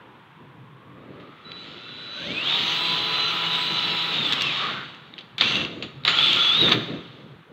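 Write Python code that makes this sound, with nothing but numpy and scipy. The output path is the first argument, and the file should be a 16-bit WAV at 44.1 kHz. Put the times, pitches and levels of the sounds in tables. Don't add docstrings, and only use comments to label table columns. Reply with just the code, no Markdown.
import sys
import numpy as np
from scipy import signal
from scipy.fft import rfft, irfft, next_fast_len
from scipy.io import wavfile
from scipy.ndimage import uniform_filter1d

SR = 44100
rng = np.random.default_rng(int(sys.argv[2]) if len(sys.argv) > 2 else 0)


def inscribe(sig):
    pcm = np.round(np.clip(np.atleast_2d(sig).T, -1, 1) * 32767)
    wavfile.write(sys.argv[1], SR, pcm.astype(np.int16))


def volts_from_decibels(level):
    exponent = np.asarray(level, float) / 20
    return 10 ** exponent


N = 331808

# (time [s], level [dB])
STREET_LEVEL = [(0, -50.5), (.4, -54), (1.6, -55), (2.5, -61.5), (5.2, -53), (7.52, -57)]
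# (frequency [Hz], density [dB per Hz])
STREET_COLOUR = [(260, -57), (450, -40), (653, -19.5), (803, -9.5), (975, -8.5), (1150, -8.5), (1460, -10),
                 (1550, -11), (1770, -13), (2210, -15.5), (3500, -18.5), (4850, -39), (15700, -67.5)]
# (time [s], centre [Hz], level [dB])
DRONE = [(0, 953, -56), (.6, 1023, -59), (1.4, 1282, -54.5), (2.2, 1512, -51), (2.5, 1550, -54)]
# (middle [s], peak [dB], half length [s])
HUM = [(.7, -52, 0.31), (3.2, -51.5, 0.49), (4.4, -51.5, 0.41), (5.4, -53.5, .4), (6.12, -41, 0.17),
       (6.78, -39.5, .08), (7.05, -53, 0.19), (7.33, -47.5, 0.076)]

# (time [s], level [dB])
CALM = [(0, -54.5), (1.6, -48.5), (5.2, -51.5), (7.37, -51), (7.44, -63), (7.52, -49.5)]
# (middle [s], peak [dB], half length [s])
GUSTS = [(1.04, -51, 0.074), (1.16, -44.5, 0.11), (2.3, -42.5, 0.13), (2.95, -48, 0.098),
         (3.72, -42.5, .05), (3.92, -43, 0.048), (4.3, -38, 0.11), (4.45, -41.5, .05), (4.7, -44.5, .12),
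         (5.45, -34, 0.037), (5.57, -35.5, 0.084), (5.78, -42.5, 0.12), (5.845, -41, 0.024),
         (6.38, -39, 0.18), (6.655, -26, 0.049), (6.76, -30, 0.063), (6.93, -37, .08)]
# (frequency [Hz], density [dB per Hz])
BREEZE_COLOUR = [(15, -68), (25, -33.5), (113, -4), (167, 1.5), (200, 0.5), (233, 0), (299, 0), (508, -5),
                 (560, -8), (700, -13), (910, -32.5), (1540, -120)]

# (time [s], level [dB])
CHOPPER_LEVEL = [(1.44, -69), (1.454, -44.5), (1.62, -44), (1.69, -67), (1.73, -52), (2.136, -38),
                 (2.244, -43), (2.3, -55)]

# (time [s], commutator pitch [Hz], commutator level [dB])
SPIN_UP = [(2.1, 1300, -51), (2.22, 1610, -47), (2.3, 2254, -42), (2.4, 2610, -28.5), (2.44, 2964, -34),
           (2.5, 3595, -26), (2.55, 3800, -32)]
BORING = [(2.7, 3920, -42), (2.8, 3987, -32), (3.06, 4000, -34.5), (3.27, 4007, -28.5), (3.32, 4005, -45),
          (3.65, 3975, -33), (3.9, 3933, -31), (4.12, 3945, -33)]
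RUN_DOWN = [(4.2, 3694, -29.5), (4.27, 3473, -29), (4.33, 3245, -42), (4.41, 2810, -31), (4.49, 2600, -27),
            (4.53, 2201, -47)]
# (time [s], commutator pitch [Hz], level [dB])
STALLED = [(5.435, 2360, -30), (5.46, 2740, -29), (5.51, 2733, -34), (5.55, 2851, -32), (5.595, 2710, -28),
           (5.62, 2710, -40.5)]
HELD = [(6.1, 2600, -38.5), (6.16, 3331, -23.5), (6.235, 3508, -18.5), (6.295, 3460, -20),
        (6.32, 3107, -29), (6.39, 3428, -23), (6.5, 3400, -20), (6.61, 3874, -19.5), (6.695, 3497, -24.5)]
SINGING = [SPIN_UP + BORING + RUN_DOWN, STALLED, HELD]
# (multiple of its turn [1], level beside a steady rotor [dB])
TURN_LINES = [(.5, -49), (1, -52), (1.31, -54), (2, -58), (2.5, -52), (3, -45), (4, -49), (24, -75),
              (28, -84), (34, -82), (35, -82), (36, -84)]
COMMUTATOR_BARS = 12
TOP_SPEED_HZ, FREE_SPEED_HZ = 3786, 4000
WOBBLE_FROM_S, WOBBLE_TO_S, WOBBLE_PERIOD_S, WOBBLE_DEPTH = 6.157, 6.5, .051, .02

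# (time [s], gear effort [dB], share passed into the frame [dB])
PULLS = [
    [(.9, -69.5, 11), (1.45, -52, 1.5), (1.6, -43, -4), (2.0, -40.5, -8), (2.55, -22, -11),
     (3.4, -24.5, -7.5), (4.45, -24, -8.5), (4.7, -27, -2.5), (4.9, -43.5, -3)],
    [(5.381, -26, -11), (5.407, -28.5, -9), (5.412, -22, -8.5), (5.58, -22.5, -11), (5.63, -28, -7.5),
     (5.69, -44, -1)],
    [(6.049, -25.5, -6.5), (6.075, -23, -5), (6.08, -19, -4.5), (6.14, -23, -5.5), (6.19, -18, -14.5),
     (6.57, -21.5, -10.5), (6.64, -17.5, -9.5), (6.71, -21, -4), (6.77, -36, -1)],
]
RING_OFF_DB_PER_S, RING_OFF_SHARE_DB, RING_OFF_S = 41, -3.5, .75
# (time [s], peak [dB])
JOLTS = [
    (1.2, -50),
    (5.185, -38),
    (5.414, -19),
    (5.826, -28.5),
    (6.079, -19),
    (6.719, -14.5),
]
JOLT_DB_PER_S = 501.5
# (frequency [Hz], density [dB per Hz])
RATTLE_COLOUR = [(940, -47), (1600, -19.5), (2320, -5), (2720, -0.5), (3580, 4), (3770, 1), (3910, 1.5),
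                 (4090, -3.5), (4180, -4), (4820, -17.5), (5640, -25), (7160, -31), (9500, -54.5),
                 (12400, -83), (20900, -120)]
FRAME_COLOUR = [(210, -43), (350, -10.5), (438, -13.5), (703, -10), (978, -7), (1060, -5), (1290, -0.5),
                (1560, -6.5), (2100, -4.5), (2730, -11.5), (4620, -120)]
BRUSH_COLOUR = [(5000, -35), (8500, -9.5), (10100, -15), (11400, -7), (12700, -13.5), (14800, -0.5),
                (15300, -0.5), (15700, -2)]
# (frequency [Hz], width [Hz], level [dB])
CHATTER = [(2686, 34, -27), (2938, 100, -23.5), (3280, 190, -30), (3477, 30, -26.5), (3550, 26, -29),
           (3780, 120, -24.5), (4510, 370, -28), (5210, 340, -37.5), (6180, 460, -37), (6950, 340, -41.5),
           (7890, 320, -49)]
BRUSH_DB, BRUSH_SLOW_DB = -32.5, -21

# (middle [s], peak [dB], half length [s], centre [Hz])
GRIND = [
    (2.27, -46, 0.16, 581),
    (3.3, -36.5, 0.21, 1311),
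    (4.45, -36.5, .06, 1149),
    (4.66, -34.5, 0.1, 1181),
    (4.739, -37.5, 0.088, 1478),
    (6.185, -32, 0.096, 1320),
    (6.43, -33.5, .13, 1337),
]

# (time [s], peak [dB], ring [Hz])
CATCHES = [
    (4.3231, -7, 3650),
    (4.3316, -9, 3580),
    (4.4094, -11.5, 3700),
    (4.4194, -7, 3288),
    (4.9462, -34, 2760),
    (5.3812, -18.5, 2983),
    (5.5664, -17.5, 2722),
    (6.3294, -10, 3220),
    (6.6914, -13.5, 3800),
]
# (time [s], peak [dB], ring [Hz])
TICKS = [(1.5179, -21, 3410), (5.1382, -28.5, 3683), (5.1801, -23, 3110), (5.1874, -23.5, 3820),
         (5.2084, -31, 3540), (5.5543, -9.5, 3666), (5.6154, -15, 2696), (5.6491, -14.5, 2740),
         (5.8242, -15.5, 2820), (5.8394, -26.5, 2680), (6.0367, -28, 3770), (6.1868, -6, 3280)]
# (time [s], peak [dB], ring [Hz])
CLUNKS = [(5.4003, -15, 3600), (5.4094, 0, 3600), (5.4122, -9, 3700), (5.4183, -10, 2800),
          (5.4215, -9, 2300), (6.0503, -6, 3750), (6.059, -19, 3300), (6.0684, -14, 3900),
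          (6.0768, -8, 3800), (6.0788, -3, 3600), (6.7155, -11, 3400), (6.7193, -5, 3600),
          (6.7215, -5, 3700), (6.7305, -10, 3500)]
# (frequency [Hz], level [dB])
GRIT_COLOUR = [(250, -26), (1200, -9), (2500, 3.5), (3700, -1.5), (4500, 3.5), (5200, -21.5), (7000, -40),
               (9500, -57), (12000, -43), (15000, -49)]
SNAP_COLOUR = [(3500, -28), (5000, 3), (6500, 2.5), (8500, -16.5), (10000, -19.5), (12000, -16),
               (15000, -18.5)]
CLICK_T60_S, CATCH_SNAP_DB, TICK_SNAP_DB, CLUNK_SNAP_DB = .012, -25.5, -39.5, -39.5


def unit(x):
    return x / np.sqrt(np.mean(x ** 2))


def curve(rows, column, outside):
    rows = np.array(rows, float)
    return np.interp(np.arange(N) / SR, rows[:, 0], rows[:, column], outside, outside)


def gain(tables, column):
    return sum(volts_from_decibels(curve(rows, column, -np.inf)) for rows in tables)


def swells(rows):
    t = np.arange(N) / SR
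    return sum(volts_from_decibels(row[1]) * np.exp(-((t - row[0]) / row[2]) ** 2) for row in rows)


def walk(rate):
    hold = int(SR / rate)
    steps = np.repeat(rng.standard_normal(N // hold + 1), hold)
    return 1.295 * uniform_filter1d(uniform_filter1d(steps, hold), hold)[:N]


def colour(x, points):
    size = next_fast_len(N + 8192)
    hz, db = np.transpose(points)
    log_hz = np.log(np.arange(size // 2 + 1) * SR / size + 1)
    cepstrum = irfft(np.interp(log_hz, np.log(hz), db) * np.log(10) / 20, size)
    cepstrum[1:size // 2] *= 2
    cepstrum[size // 2 + 1:] = 0
    return irfft(rfft(x, size) * np.exp(rfft(cepstrum)), size)[:N]


def ring(x, hz, width_hz):
    b, a = signal.iirpeak(hz, hz / width_hz / 2.07, SR)
    return signal.lfilter(b, a, signal.lfilter(b, a, x))


def hum_band(hz, size, width_hz):
    angle = 2 * np.pi * np.cumsum(hz) / SR
    return size * (walk(width_hz) * np.sin(angle) + walk(width_hz) * np.cos(angle))


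def street():
    traffic = colour(rng.standard_normal(N), STREET_COLOUR)
    hiss = gain([STREET_LEVEL], 1) * unit(volts_from_decibels(0.71 * walk(8.8)) * traffic)
    drone = hum_band(curve(DRONE, 1, None), gain([DRONE], 2), width_hz=250)
    hum = (swells(HUM) + volts_from_decibels(-62)) * unit(ring(rng.standard_normal(N), hz=134.5, width_hz=23))
    return hiss + drone + hum


def breeze():
    shake = volts_from_decibels(-27.5) * gain(PULLS, 1)
    push = gain([CALM], 1) + swells(GUSTS) + shake
    return push * unit(volts_from_decibels(2.54 * walk(15)) * colour(rng.standard_normal(N), BREEZE_COLOUR))


def clicks():
    shell, snap, t = np.zeros(N), np.zeros(N), np.arange(4096) / SR
    grit = unit(colour(rng.standard_normal(N), GRIT_COLOUR))
    fizz = unit(colour(rng.standard_normal(N), SNAP_COLOUR))
    rise = np.sin(np.minimum(t / 0.0015, .5) * np.pi) ** 2
    fade = np.exp(-np.log(1000) * t / CLICK_T60_S) * rise
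    for rows, snap_db in (CATCHES, CATCH_SNAP_DB), (TICKS, TICK_SNAP_DB), (CLUNKS, CLUNK_SNAP_DB):
        for s, db, hz in rows:
            i = int(s * SR)
            span = slice(i, i + len(t))
            hit = fade * (np.sin(2 * np.pi * hz * t) + .5 * grit[span])
            shell[span] += volts_from_decibels(db - .5) * hit / np.abs(hit).max()
            snap[span] += volts_from_decibels(db + snap_db + 2.0) * fade ** 0.44 * fizz[span]
    return colour(shell, [(4600, 0.0), (5600, -15), (9000, -33)]) + snap


def chopper():
    angle = 2 * np.pi * 3946 * np.arange(N) / SR
    return np.sqrt(2) * gain([CHOPPER_LEVEL], 1) * volts_from_decibels(0.85 * walk(46.0)) * np.sin(angle)


def grind():
    return sum(hum_band(np.full(N, row[3]), swells([row]), width_hz=.23 * row[3]) for row in GRIND)


def speed():
    t = np.arange(N) / SR
    slipping = (t > WOBBLE_FROM_S) * (t < WOBBLE_TO_S)
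    wobble = WOBBLE_DEPTH * np.sin(2 * np.pi * (t - WOBBLE_FROM_S) / WOBBLE_PERIOD_S) * slipping
    return uniform_filter1d(curve(np.concatenate(SINGING), 1, None) * (1 + wobble), size=300)


def rotor():
    hz = speed()
    slip = np.clip(1 - hz / TOP_SPEED_HZ, 0, 1)
    trembling_hz = hz * (1 + (.001 + .012 * slip) * walk(150))
    angle = 2 * np.pi * np.cumsum(trembling_hz) / COMMUTATOR_BARS / SR
    level = gain(SINGING, 2)
    whine = uniform_filter1d(level, size=200) * volts_from_decibels(2.8 * walk(120)) * np.sin(COMMUTATOR_BARS * angle)
    running = uniform_filter1d((level > 0) * 1., size=800) * (hz / TOP_SPEED_HZ) ** 4.3
    lines = sum(volts_from_decibels(db + 2.4 * walk(30)) * np.sin(k * angle + k * k) for k, db in TURN_LINES)
    return np.sqrt(2) * (whine + running * lines), angle


def knocks(angle, scatter_db, throb):
    size = volts_from_decibels(scatter_db * np.minimum(walk(400), 2) + 1.15 * walk(25))
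    return rng.standard_normal(N) * size * (1 + throb * np.cos(angle))


def efforts():
    tables = []
    for rows in PULLS:
        end_s, end_db, _ = rows[-1]
        faded_db = end_db - RING_OFF_DB_PER_S * RING_OFF_S
        tables.append(rows + [(end_s + RING_OFF_S, faded_db, RING_OFF_SHARE_DB)])
    for s, db in JOLTS:
        tables.append([(s - .003, db - 20, -9), (s, db, -9), (s + 40 / JOLT_DB_PER_S, db - 45, -4)])
    return tables


def gears(angle):
    rattle = unit(colour(knocks(angle, scatter_db=0.8, throb=0.23), RATTLE_COLOUR))
    frame = unit(colour(knocks(angle, scatter_db=1.5, throb=0.31), FRAME_COLOUR))
    flares = sum(volts_from_decibels(db + 5.6 * walk(12)) * unit(ring(rattle + frame, hz, width_hz))
                 for hz, width_hz, db in CHATTER)
    brush = unit(colour(knocks(angle, scatter_db=0.5, throb=.3), BRUSH_COLOUR))
    slowness = np.clip(1 - speed() / FREE_SPEED_HZ, 0, .3)
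    brush = brush * volts_from_decibels(BRUSH_DB + BRUSH_SLOW_DB * slowness)
    out = 0
    for rows in efforts():
        sparking = np.clip((curve(rows, 1, None) + 50) / 14, 0, 1)
        frame_share = volts_from_decibels(curve(rows, 2, None) - 2.0)
        mix = volts_from_decibels(-3.0) * rattle + flares + frame_share * frame + sparking * brush
        out = out + gain([rows], 1) * mix
    return out


def doorway(drill):
    t = np.arange(SR) / SR
    tail = rng.standard_normal(SR) * np.exp(-np.log(1000) * t / 0.73) * (t > .004)
    return volts_from_decibels(-10.5) * signal.fftconvolve(drill, tail / np.sqrt(np.sum(tail ** 2)))[:N]


def scene():
    whine, angle = rotor()
    drill = whine + chopper() + gears(angle) + grind() + clicks()
    return (street() + breeze() + doorway(drill) + drill)[None]


def band_limit(x):
    return signal.sosfilt(signal.butter(12, 16700, fs=SR, output="sos"), x)


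def record(dry):
    x = dry + volts_from_decibels(-78.5) * rng.standard_normal(dry.shape)
    x = signal.sosfilt(signal.butter(2, 45, "high", fs=SR, output="sos"), x)
    x = np.clip(x, -.97, .97)
    x = signal.sosfilt(signal.ellip(10, .2, 60, 15650, fs=SR, output="sos"), x)
    return band_limit(x)


dry = scene()
out = record(dry)
inscribe(out)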